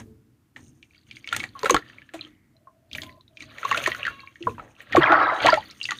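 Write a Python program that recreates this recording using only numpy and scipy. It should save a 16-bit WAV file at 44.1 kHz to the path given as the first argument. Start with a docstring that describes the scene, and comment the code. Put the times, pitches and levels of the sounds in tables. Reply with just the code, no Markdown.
"""By a plastic tub of muddy water, hands crumble lumps of sandy dirt, then plunge in and lift out a soaked lump.
Each crumb is a tick of noise and the ringing of the small air pocket it opens in the water.
Clods plop as gliding tones, sand patters as swarms of tiny pockets, clumps splash as noise, and bubbles fizz.
The hands churn up a cloud of bubbles and drips run off the lump; the tub wall echoes these water sounds.
The rocking water rumbles, faint narrow tones linger, and far away a horn buzzes through its partials."""
import sys
import numpy as np
from scipy import signal
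from scipy.fft import rfft, irfft
from scipy.io import wavfile
from scipy.ndimage import uniform_filter1d, minimum_filter1d

SR = 44100
rng = np.random.default_rng(int(sys.argv[2]) if len(sys.argv) > 2 else 0)


def int16_out(signal):
    """Quantize to a 16-bit WAV file."""
    q = np.round(np.clip(np.atleast_2d(signal).T, -1, 1) * 32767)
    wavfile.write(sys.argv[1], SR, q.astype(np.int16))


N = 264159
TIME = np.arange(N) / SR  # s


# "t60" below is always the time a sound takes to fade by 60 dB.
def undb(db):
    """Turn decibels into a gain."""
    return 10 ** (np.asarray(db) / 20)


def unit(x):
    """Scale a sound to an average (rms) strength of 1."""
    return x / np.sqrt(np.mean(x ** 2) + 1e-18)


def add(out, s, sound):
    """Mix a sound in, starting at s seconds."""
    i = int(np.clip(s * SR, 0, N - 1))
    out[i:i + len(sound)] += sound[:N - i]


def colour(x, points):
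    """Shape the spectrum to (Hz, dB) points with a filter that never rings ahead of the sound."""
    size = 4096
    hz, db = np.transpose(points)
    bin_hz = np.arange(size // 2 + 1) * SR / size
    gain = undb(np.interp(np.log(bin_hz + 1), np.log(hz), db))
    # folding the cepstrum (the transform of the log gain) makes the filter minimum phase
    cepstrum = irfft(np.log(gain))
    cepstrum[1:size // 2] *= 2
    cepstrum[size // 2 + 1:] = 0
    response = irfft(np.exp(rfft(cepstrum)))
    return signal.fftconvolve(x, response)[:len(x)]


def fade(t, t60):
    """Die away exponentially, 60 dB down after t60."""
    return np.exp(-np.log(1000) * t / t60)


def surge(s, hold, rise, fall, db):
    """Gain over time of something that builds up, holds and dies away."""
    early = np.maximum(s - TIME, 0)
    late = np.maximum(TIME - s - hold, 0)
    return undb(db) * fade(early, rise) * fade(late, fall)


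def together(gains):
    """Unrelated sounds add in power, not in amplitude."""
    return np.sqrt(sum(g ** 2 for g in gains))


def flicker(rate, depth_db):
    """A gain that heads for a new random level, rate times a second."""
    steps = rng.standard_normal(1000)
    return undb(depth_db * np.interp(TIME * rate, np.arange(len(steps)), steps))


def by_pitch(hz, seconds, slope):
    """Small, high pockets are quicker: a time given at 1 kHz, scaled by a power law."""
    return seconds * (hz / 1000) ** slope


def pocket(hz, t60, swell, glide):
    """An air pocket swells open, then its ring dies away; its pitch glides by so many octaves per t60."""
    t = np.arange(int((swell + t60) * SR) + 2) / SR
    phase = 2 * np.pi * np.cumsum(hz * 2 ** (glide * t / t60)) / SR
    opening = np.sin(np.pi / 2 * np.minimum(t / swell, 1))
    return np.sin(phase) * opening * fade(np.maximum(t - swell, 0), t60)


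def swarm(rate, low_hz, high_hz, cycles, spread_db, glide, swell_cycles):
    """Many small pockets, rate per second at random moments, most weak and a few strong."""
    out = np.zeros(N)
    for when, pitch, size, ring, bend in rng.random((int(rate * N / SR), 5)):
        hz = min(low_hz * (high_hz / low_hz) ** pitch, SR / 3)
        strength = undb(-spread_db * np.log(size + 0.004)) * np.sqrt(hz)
        t60 = cycles * (.5 + ring) / hz
        add(out, when * N / SR, strength * pocket(hz, t60, swell_cycles / hz, glide * 2 * bend))
    return unit(out)


# Sound of the pattering grains, of the fine grit and of the spray, as relative spectra: f/Hz, level/dB
PATTER_SPECTRUM = [(250, -16), (420, -5), (650, -3.5), (850, -12), (1200, 2.5), (2000, -1), (3000, 0),
                   (4200, -5.5), (5200, -23), (8000, -31)]
GRIT_SPECTRUM = [(3500, -39), (5100, -9.5), (6500, 6), (7700, -12), (9000, 2.5), (10000, -23.5),
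                 (16000, -27)]
SPRAY_SPECTRUM = [(6000, -29.5), (9500, 2.5), (11500, -2.5), (14000, 6), (16000, -6.5)]
# Falls of sand or water, also used by fizz() and heave(); levels are before each layer's own trim.
# t/s, hold/s, rise/s and fall/s (both for 60 dB), then
# patter level/dB, fine grit level/dB, spray level/dB, fizz level/dB, rocking level/dB
SAND_FALLS = [(0.0, 0.0059, .1, 0.1, -78, -53.5, -85, -75, -35.5),
              (0.58, 0.047, 0.12, 1.2, -73, -65, -90, -73.5, -43.5),
              (0.93, .04, 0.35, 0.23, -69.5, -77, -92, -65.5, -64),
              (1.087, 0.087, 0.11, 0.42, -63.5, -68, -80, -61, -49.5),
              (1.34, 0.05, 0.32, 0.23, -41, -51.5, -67, -52.5, -35.5),
              (1.626, 0.16, 0.31, 0.15, -42.5, -58.5, -61, -62, -45),
              (1.862, 0.026, 0.59, 1.2, -52, -73, -87, -60, -52.5),
              (2.152, .12, 0.21, 0.22, -54.5, -69.5, -88, -74, -50),
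              (2.936, .09, 0.07, 0.39, -52, -62.5, -60.5, -54.5, -39),
              (3.409, .02, 0.14, 0.22, -51, -57.5, -80, -51.5, -44),
              (3.693, .19, 0.54, 0.88, -32, -48, -53.5, -54.5, -39),
              (4.05, .03, 0.31, 0.28, -39, -63, -76, -57, -43),
              (4.466, 0.014, 0.55, 1, -52, -63.5, -78, -70, -30.5),
              (4.799, .02, 0.18, .6, -48, -69.5, -84, -75, -53.5),
              (4.953, 0.011, 0.18, 0.71, -28.5, -59, -71.5, -45, -24),
              (5.439, .05, 0.34, 0.36, -25.5, -46, -59.5, -33, -29),
              (5.65, .05, 0.4, 1.1, -53, -67, -68.5, -57.5, -52),
              (5.856, 0.16, 0.35, .5, -55, -52, -67, -48.5, -46)]


def sand(shower_db=-44, small_crumbs_db=-3):
    """Single grains plink on the water and merge into a wash as more fall; fine grit and spray hiss above them."""
    flow = together(surge(s, hold, rise, fall, db) for s, hold, rise, fall, db, *_ in SAND_FALLS)
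    flow = flow * flicker(rate=60, depth_db=2)
    dust = together(surge(s, hold, rise, fall, db) for s, hold, rise, fall, _, db, *_ in SAND_FALLS)
    spray = together(surge(s, hold, rise, fall, db) for s, hold, rise, fall, _, _, db, *_ in SAND_FALLS)

    single = swarm(rate=81, low_hz=1660, high_hz=4800, cycles=23, spread_db=9.0, glide=.1, swell_cycles=3.8)
    shower = swarm(rate=1600, low_hz=413, high_hz=4800, cycles=29, spread_db=2.5, glide=.1, swell_cycles=1.0)
    small_crumbs = swarm(rate=64, low_hz=1350, high_hz=3250, cycles=38, spread_db=5.5, glide=.05,
                         swell_cycles=1.1)
    single = unit(colour(single + rng.standard_normal(N), PATTER_SPECTRUM))
    shower = unit(colour(shower + undb(-10) * rng.standard_normal(N), PATTER_SPECTRUM))
    merged = flow / (flow + undb(shower_db))  # 0: single grains, 1: all wash
    grains = np.sqrt(1 - merged) * single + np.sqrt(merged) * shower
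    patter = flow * (grains + undb(small_crumbs_db) * small_crumbs)

    grit = swarm(rate=500, low_hz=4180, high_hz=14600, cycles=4.9, spread_db=1.5, glide=0, swell_cycles=1.0)
    grit = grit + undb(-1) * rng.standard_normal(N)
    fine = dust * unit(colour(grit, GRIT_SPECTRUM)) + spray * unit(colour(grit, SPRAY_SPECTRUM))
    fine = fine * flicker(rate=57, depth_db=4.5)
    return undb(-2.0) * patter + undb(-2.0) * fine


# Clumps of sand slapping the water and bursting into spray:
# t/s, level/dB (before fading), t60/s, treble tilt/(dB per octave)
SAND_SPLATS = [(0.0, -41.5, 0.08, -5), (0.565, -48.5, 0.15, -3), (1.327, -27, 0.043, -0.5),
               (1.347, -43.5, 0.11, -1.5), (1.364, -20.5, 0.026, 2), (1.399, -40.5, 0.15, -1),
               (1.431, -35.5, 0.11, -2), (1.645, -23.5, 0.032, -3), (1.657, -19.5, 0.068, -3.5),
               (1.696, -12, 0.036, -2.5), (1.7075, -13.5, 0.019, 2.5), (1.744, -7, 0.015, -3.5),
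               (2.137, -38.5, 0.15, -2), (2.953, -35, 0.049, -0.5), (3.002, -52, 0.11, 14),
               (3.033, -44.5, 0.078, 1.5), (3.772, -24.5, 0.077, -2), (3.871, -24, 0.032, 0.5),
               (4.471, -53, 0.19, -2), (4.581, -44, 0.5, -8.5), (4.815, -53.5, 0.095, 13),
               (4.965, -38, 0.11, 5), (5.466, -22.5, 0.043, -4)]


def splats(grain_db=3):
    """Many grains land at once: a ragged burst of noise over a wide range that dies quickly."""
    out = np.zeros(N)
    t = np.arange(SR // 4) / SR
    band_hz = np.array([120, 300, 600, 2000, 4200, 5200, 6600, 9000, 11000, 15000])
    band_db = np.array([-14.5, -5.5, 6, 8.5, 3, -8.0, 1, -3.0, -10.5, -13.0])
    for s, db, t60, tilt_db in SAND_SPLATS:
        noise, clumps = rng.standard_normal((2, len(t)))
        grains = noise * undb(grain_db * unit(uniform_filter1d(clumps, size=40)))
        tilted_db = band_db + tilt_db * np.log2(band_hz / 2000)
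        burst = colour(grains, np.column_stack([band_hz, tilted_db]))
        add(out, s, undb(db) * unit(burst) * fade(t, t60))
    return out


# The fizz trails each fall
FIZZ_LAG_S, FIZZ_RISE_S, FIZZ_T60_S = 0.0061, 0.14, 0.43
# Sound of the bursting bubbles, as a relative spectrum: f/Hz, level/dB
FIZZ_SPECTRUM = [(1000, -21.5), (1800, -4), (2600, -10.5), (3500, -1), (4200, -4.5), (4700, -1.5),
                 (5300, -23.5), (9000, -37.5)]


def fizz(wash_db=-4, stirred_db=-30, stirred_share=0.91):
    """After each fall and under the hands, tiny bubbles leave the soaking grains and burst in a soft crackle."""
    tiny = swarm(rate=450, low_hz=1800, high_hz=4800, cycles=28, spread_db=4.0, glide=.1, swell_cycles=2.3)
    crackle = unit(colour(tiny + undb(wash_db) * rng.standard_normal(N), FIZZ_SPECTRUM))
    soaking = [surge(s + FIZZ_LAG_S, hold, FIZZ_RISE_S, FIZZ_T60_S, db)
               for s, hold, *_, db, _ in SAND_FALLS]
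    stirred = undb(stirred_db) * stirring() ** stirred_share
    return crackle * together(soaking + [stirred])


# Rocking at the usual level has this t60; it settles twice as fast for each step of ROCK_SHORTEN_DB
ROCK_RISE_S, ROCK_T60_S, ROCK_USUAL_DB, ROCK_SHORTEN_DB = 0.12, 0.96, -43.5, 17
# Sound of the rumbling wall, as a relative spectrum: f/Hz, level/dB
HEAVE_SPECTRUM = [(20, -20), (45, -7), (90, 1), (125, 4.5), (165, -10), (215, -2), (320, -2), (420, -18),
                  (800, -29.5), (2000, -43.5)]


def heave(stirred_db=-24, idle_db=-59):
    """Each fall and stroke rocks the water, which makes the plastic wall rumble; big falls settle fastest."""
    rocking = []
    for s, hold, *_, db in SAND_FALLS:
        t60 = ROCK_T60_S / 2 ** ((db - ROCK_USUAL_DB) / ROCK_SHORTEN_DB)
        rocking.append(surge(s, hold, ROCK_RISE_S, t60, db))
    level = together(rocking + [undb(stirred_db) * stirring(), undb(idle_db)])
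    rumble = unit(colour(rng.standard_normal(N), HEAVE_SPECTRUM))
    return undb(-7.0) * rumble * level


# Faint narrow tones between the splashes: t/s, length/s, f/Hz, width f/Hz, level/dB (before fading), t60/s
LINGERING_TONES = [(0.0, 0.56, 435, 6.7, -51, 0.65), (0.0, 0.29, 224, 5.2, -50, 0.77),
                   (2.143, .18, 313.4, 23, -50, 2.2), (2.203, 0.5, 2050, 164, -60.5, 0.95),
                   (2.532, 0.45, 645, 37, -68, 33.4), (2.935, .26, 628, 30, -57, 30),
                   (3.287, 0.43, 640, 22, -64, 31), (3.01, .21, 1023, 28, -54, 2.8),
                   (5.2, .22, 3880, 30, -46.5, 2.4)]


def tones():
    """Slow random noise shifted up to one pitch gives narrow wavering tones that come in softly and fade."""
    out = np.zeros(N)
    for start, length, hz, width_hz, db, t60 in LINGERING_TONES:
        narrow = signal.butter(2, width_hz, fs=SR, output="sos")
        t = np.arange(int(length * SR)) / SR
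        noise = rng.standard_normal(2 * SR) + 1j * rng.standard_normal(2 * SR)
        waver = signal.sosfilt(narrow, noise)[-len(t):]
        tone = unit(np.real(waver * np.exp(2j * np.pi * hz * t)))
        add(out, start, undb(db) * tone * fade(t, t60) * signal.windows.tukey(len(t), .15))
    return out


# Sound of the quiet background, as a relative spectrum: f/Hz, level/dB
BACKGROUND_SPECTRUM = [(30, -10), (120, -0.5), (300, -14.5), (500, -19.5), (1500, -20), (4000, -30),
                       (15000, -32)]


def background():
    """Quiet steady noise, strongest in the bass."""
    return undb(-69.0) * unit(colour(rng.standard_normal(N), BACKGROUND_SPECTRUM))


# Ring time of a 1 kHz pocket, and its power law over pitch
CRUMB_T60_S, CRUMB_T60_SLOPE = 0.039, -0.67
# The loudest crumbs and drops striking the water, levels relative:
# t/s, starting f/Hz of the air pocket, ring level/dB, tick level/dB
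LOUD_CRUMBS = [(0.5621, 1806, -31, -51), (0.828, 2390, -36.5, -75), (0.947, 2260, -47, -73),
               (1.112, 2370, -30, -56), (1.1685, 2180, -34, -42), (1.2438, 2250, -35.5, -66),
               (1.2748, 2270, -28, -28.5), (1.289, 3130, -26.5, -43), (1.3272, 1404, -12, -27),
               (1.3475, 1890, -21, -40), (1.364, 3000, -36, -20.5), (1.3968, 2640, -26.5, -33),
               (1.4028, 2230, -20.5, -38), (1.439, 1920, -20, -31), (1.592, 6000, -36.5, -31.5),
               (1.632, 1025, -19.5, -22), (1.6578, 1340, -12.5, -29), (1.6976, 1052, -7, -23),
               (1.7455, 1102, -8.5, -17), (1.765, 1360, -11.5, -20), (1.899, 1780, -38, -63),
               (2.019, 1750, -37.5, -70), (2.0911, 1735, -37.5, -60), (2.239, 3150, -46.5, -57),
               (2.914, 2473, -36, -58), (2.9315, 3290, -25.5, -51), (2.9502, 2380, -22, -50),
               (2.9838, 1900, -23.5, -45), (3.019, 3350, -26, -32), (3.0345, 2160, -32.5, -36),
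               (3.0934, 2004, -37.5, -67.5), (3.3713, 2420, -32, -67), (3.406, 2350, -28.5, -49),
               (3.423, 1980, -35, -34), (3.5833, 1820, -29, -37), (3.631, 1347, -22, -45),
               (3.6504, 1074, -22, -27.5), (3.714, 1114, -13, -22.5), (3.7266, 1830, -16.5, -36),
               (3.7458, 1405, -14.5, -27), (3.7754, 2530, -16, -34), (3.8396, 2500, -23, -23.5),
               (3.8619, 1860, -10.5, -24), (3.8739, 1032, -15, -22), (3.9182, 1950, -16.5, -45),
               (3.948, 1480, -22.5, -31), (4.0522, 1830, -17, -34), (4.0666, 1548, -16, -27.5),
               (4.0799, 1404, -16.5, -44), (4.3573, 1860, -37.5, -68), (4.4263, 2700, -31, -62),
               (4.5813, 970, -30.5, -74), (4.5963, 1300, -28.5, -63), (4.8046, 1870, -33, -78),
               (4.9245, 2000, -18.5, -31), (4.9317, 1870, -16.5, -42), (4.9607, 1864, -12, -20.5),
               (4.9678, 1117, -5, -30), (5.121, 1420, -4.5, -30), (5.438, 2000, -16.5, -46),
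               (5.4628, 900, -15, -9), (5.4688, 1895, -6.5, -35), (5.4868, 990, -8.5, -20.5),
               (5.5412, 1940, -13.5, -19.5), (5.7107, 4100, -36.5, -41), (5.831, 4000, -24.5, -51),
               (5.8541, 2680, -19, -29), (5.9082, 1430, -22.5, -17.5), (5.9178, 1880, -17.5, -25)]


def crumbs(sag=-0.028, splash_db=-6, splash_t60=0.028, tick_db=-3, tick_t60=0.011,
           slap_db=-2, body=0.82, bright=2.53, swell_cycles=0.44):
    """A hard tick and a slap at contact, the ring of the pocket, and a brief splash around its pitch."""
    rings, ticks = np.zeros(N), np.zeros(N)
    t = np.arange(SR // 12) / SR
    for s, hz, db, hit_db in LOUD_CRUMBS:
        splash_noise, tick_noise = rng.standard_normal((2, len(t)))
        band = signal.butter(1, [hz * 1.032, min(hz * 1.18, SR / 3)], "band", fs=SR, output="sos")
        plip = undb(splash_db) * unit(signal.sosfilt(band, splash_noise)) * fade(t, splash_t60)
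        ring_t60 = by_pitch(hz, CRUMB_T60_S, CRUMB_T60_SLOPE)
        add(plip, 0, pocket(hz, ring_t60, swell_cycles / hz, sag))
        slap = pocket(hz * 1.3, 0.0032, .0001, -0.25)
        add(plip, 0, undb(slap_db) * slap)
        # a small pocket radiates little far from its own pitch
        reach_hz = [hz * min(body, .9), min(hz * max(bright, 1.3), SR / 3)]
        reach = signal.butter(3, reach_hz, "band", fs=SR, output="sos")
        add(rings, s - .0003, undb(db) * signal.sosfilt(reach, plip))
        onset = np.minimum(t / 0.00028, 1)
        add(ticks, s, undb(hit_db + tick_db) * tick_noise * fade(t, tick_t60) * onset)
    tick_spectrum = [(300, -11), (1500, 0.5), (4200, 13.0), (5200, -1.5), (6600, 7.5),
                     (8500, -11.5), (10500, -14.0), (15000, -17)]
    return rings + colour(ticks, tick_spectrum)


# Time a 1 kHz pocket takes to open, and its power law over pitch
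SWELL_S, SWELL_SLOPE = 0.0033, -0.68
# Clods, gulps, bubbles and small high crumb plinks:
# t/s, starting f/Hz, level/dB (before roughening), t60/s, glide/(octaves per t60)
PLOPS_AND_PLINKS = [(1.552, 1138, -33.5, 0.13, -0.5), (1.633, 493, -21.5, 0.022, -0.45),
                    (1.64, 470, -17, 0.029, -.2), (1.659, 550, -22, 0.055, -0.1),
                    (1.706, 477, -12, 0.027, 0.064), (1.707, 6500, -8, .007, -.14),
                    (1.715, 377, -21, 0.15, -0.39), (1.729, 331, -23, 0.13, -0.37),
                    (1.746, 483, -23, 0.1, -0.7), (1.823, 1880, -36, 0.028, -0.3),
                    (2.137, 326, -36, 0.21, -0.073), (2.142, 660, -31, 0.079, 0.01),
                    (2.566, 4020, -53, .018, 0.077), (2.671, 1086, -39.5, 0.08, -0.21),
                    (3.125, 3920, -50, .012, .1), (3.209, 3800, -44, 0.014, 0.39),
                    (3.279, 3700, -46, 0.015, 0.29), (3.651, 1124, -16.5, .028, -0.057),
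                    (3.715, 1113, -13, 0.03, -0.32), (3.774, 659, -25, .065, 0.099),
                    (3.873, 638, -23, .071, -0.089), (3.876, 412, -23, 0.028, -0.58),
                    (4.193, 2250, -37, 0.03, 0.15), (4.233, 1072, -40, 0.068, -0.14),
                    (4.406, 338, -33.5, 0.22, 0.14), (4.470, 1080, -10.5, 0.031, -0.38),
                    (4.473, 501, -22.5, 0.083, -.7), (4.950, 690, 1, 0.0069, -.1),
                    (4.969, 493, -14.5, 0.081, -0.85), (4.978, 356, -2.5, 0.036, -0.24),
                    (4.992, 141.4, -21.5, 0.1, -.34), (5.023, 1865, -9, 0.012, 0.068),
                    (5.032, 3200, -15.5, 0.026, 0.075), (5.040, 1610, -6, .014, .05),
                    (5.059, 2370, -16.5, 0.035, 0.32), (5.119, 697, -13, 0.082, -0.48),
                    (5.178, 765, -13.5, 0.025, 0.11), (5.095, 339.7, -22.5, 0.28, -0.26),
                    (5.322, 657, -23, 0.097, 0), (5.448, 319, -25, 0.19, -0.058),
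                    (5.445, 613, -12, 0.033, 0.2), (5.456, 718, -7.5, 0.035, -0.27),
                    (5.474, 710, -12, 0.039, -0.34), (5.486, 970, -0.5, 0.02, 0.15),
                    (5.49, 1610, -13, 0.061, 0.69), (5.502, 4700, -15.5, 0.011, 0.025),
                    (5.523, 1390, -11.5, 0.084, -.24), (5.528, 647, -6, 0.08, -0.25),
                    (5.573, 810, -16.5, 0.054, 0.58), (5.813, 2860, -20.5, 0.025, -0.15),
                    (5.840, 4990, -22, .014, -0.72), (5.888, 2010, -20.5, 0.067, -0.28),
                    (5.918, 1222, -20.5, 0.032, -0.21)]


def plops_and_plinks(froth_db=-12, froth_width=0.44):
    """Air pockets, large and small, swell over a few cycles; their ragged walls roughen the note."""
    out = np.zeros(N)
    for s, hz, db, t60, glide in PLOPS_AND_PLINKS:
        note = pocket(hz, t60, by_pitch(hz, SWELL_S, SWELL_SLOPE), glide)
        wall = signal.butter(3, min(hz * froth_width, SR / 4), fs=SR, output="sos")
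        ragged = unit(signal.sosfilt(wall, rng.standard_normal(SR // 2)))[:len(note)]
        add(out, s, undb(db) * note * (1 + undb(froth_db) * ragged))
    return out


HORN_HZ = 550  # average pitch
# Loudness of a far-off vehicle horn over time, shared by its partials: t/s, level/dB
HORN_LOUDNESS = [(3.9, -90), (3.97, -55), (4.12, -53), (4.24, -56), (4.30, -65), (4.34, -90)]
# Its partials: multiple of the horn's pitch, level/dB (before fluttering)
HORN_OVERTONES = [(1, -24.5), (2, 3.5), (3, -5), (4, -15), (5, 1), (6, -8), (7, -9), (8, -24)]


def horn(waver=0.0041, flutter_db=3):
    """A buzz of slightly wavering pitch whose partials flutter on their way through the air."""
    drift = [unit(signal.resample(rng.standard_normal(200), N)) for _ in range(len(HORN_OVERTONES) + 1)]
    phase = 2 * np.pi * np.cumsum(HORN_HZ * (1 + waver * drift[-1])) / SR
    buzz = np.zeros(N)
    for (multiple, db), slow in zip(HORN_OVERTONES, drift):
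        buzz += undb(db + flutter_db * slow) * np.sin(round(multiple) * phase)
    loudness = undb(np.interp(TIME, *np.transpose(HORN_LOUDNESS)))
    sounding = (TIME > HORN_LOUDNESS[0][0]) * (TIME < HORN_LOUDNESS[-1][0])
    return buzz * loudness * sounding


# Strokes of the hands under water: t/s, hold/s, rise/s and fall/s (both for 60 dB), relative level/dB
HAND_STROKES = [(5.015, 0.034, .06, 0.48, -19), (5.105, 0.026, .22, 0.57, -13.5),
                (5.20, 0.0295, .2, 0.54, -17), (5.294, 0.018, .2, .5, -23),
                (5.462, 0.021, 0.196, 0.139, -19.5)]


def stirring():
    """How hard the hands push the water: all the strokes added in power."""
    return together(surge(*stroke) for stroke in HAND_STROKES)


# Centre of the bubble cloud at the hardest push; it sinks as the hands slow
CHURN_HZ, CHURN_OCT_PER_DB = 1341, 0.05
# Sound of the stirred bubbles, as a relative spectrum: f/Hz, level/dB
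CHURN_SPECTRUM = [(150, -37), (300, -13.5), (460, -16), (680, -5), (900, -7), (1300, 1.5), (1900, -5),
                  (2500, -16), (4000, -31), (5200, -30.5), (9000, -33)]


def churn(focus_db=-1, focus_width_hz=170, gurgle_db=-4):
    """Bubbles stirred up by the hands and escaping from the soaking lump ring most around one moving pitch."""
    cloud = swarm(rate=2200, low_hz=277.5, high_hz=5480, cycles=30, spread_db=0.5, glide=0.1, swell_cycles=1.2)
    cloud = unit(colour(cloud, CHURN_SPECTRUM))
    gurgle = swarm(rate=150, low_hz=584, high_hz=2050, cycles=53, spread_db=3.5, glide=0.26, swell_cycles=3.8)
    effort = stirring()
    effort_db = 20 * np.log10(effort / effort.max() + 1e-3)
    centre_hz = CHURN_HZ * 2 ** (CHURN_OCT_PER_DB * effort_db)
    phase = 2 * np.pi * np.cumsum(centre_hz) / SR
    # about 700 bubbles a second set off a narrow ringing, which is then shifted up to the moving pitch
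    born = rng.random(N) < 700 / SR
    births = rng.standard_normal(N) * born * np.exp(2j * np.pi * rng.random(N))
    ringing = signal.sosfilt(signal.butter(2, focus_width_hz, fs=SR, output="sos"), births)
    focus = unit(np.real(ringing * np.exp(1j * phase)))
    mix = unit(cloud + undb(focus_db) * focus + undb(gurgle_db) * gurgle)
    return undb(-1.5) * mix * effort


def tub(x, early_db=-12, early_t60=0.11, room_db=-23, room_t60=0.14):
    """Quick reflections off the tub wall and a faint room beyond, made of fading noise with less high treble."""
    t = np.arange(SR) / SR
    near, far = rng.standard_normal((2, SR))
    early = unit(near * fade(t, early_t60) * (t > .002)) / np.sqrt(SR)
    room = unit(far * fade(t, room_t60) * (t > .01)) / np.sqrt(SR)
    wall_spectrum = [(100, 6.5), (320, 0.5), (800, 0.5), (2000, 1.5), (4000, 0), (5500, 0.0), (15000, -9.5)]
    echoes = colour(undb(early_db) * early + undb(room_db) * room, wall_spectrum)
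    return signal.fftconvolve(x, echoes)[:N]


def scene():
    """The water sounds and their echoes in the tub, with the rumble, tones, horn and quiet background."""
    water = sand() + splats() + fizz() + crumbs() + plops_and_plinks() + churn()
    return (water + tub(water) + heave() + tones() + background() + horn())[None]


def record(dry, ceiling_db=-3, top_hz=15250):
    """A fast limiter holds the loudest peaks; the deepest bass and the top are cut."""
    gain = np.minimum(1, undb(ceiling_db) / (np.abs(dry) + 1e-9))
    # spread each dip in gain over about 3 ms, then smooth it
    held = dry * uniform_filter1d(minimum_filter1d(gain, size=130), size=130)
    held = signal.sosfilt(signal.butter(2, 42, "high", fs=SR, output="sos"), held)
    return signal.sosfilt(signal.ellip(8, .2, 70, top_hz, fs=SR, output="sos"), held)


dry = scene()
out = record(dry)
int16_out(out)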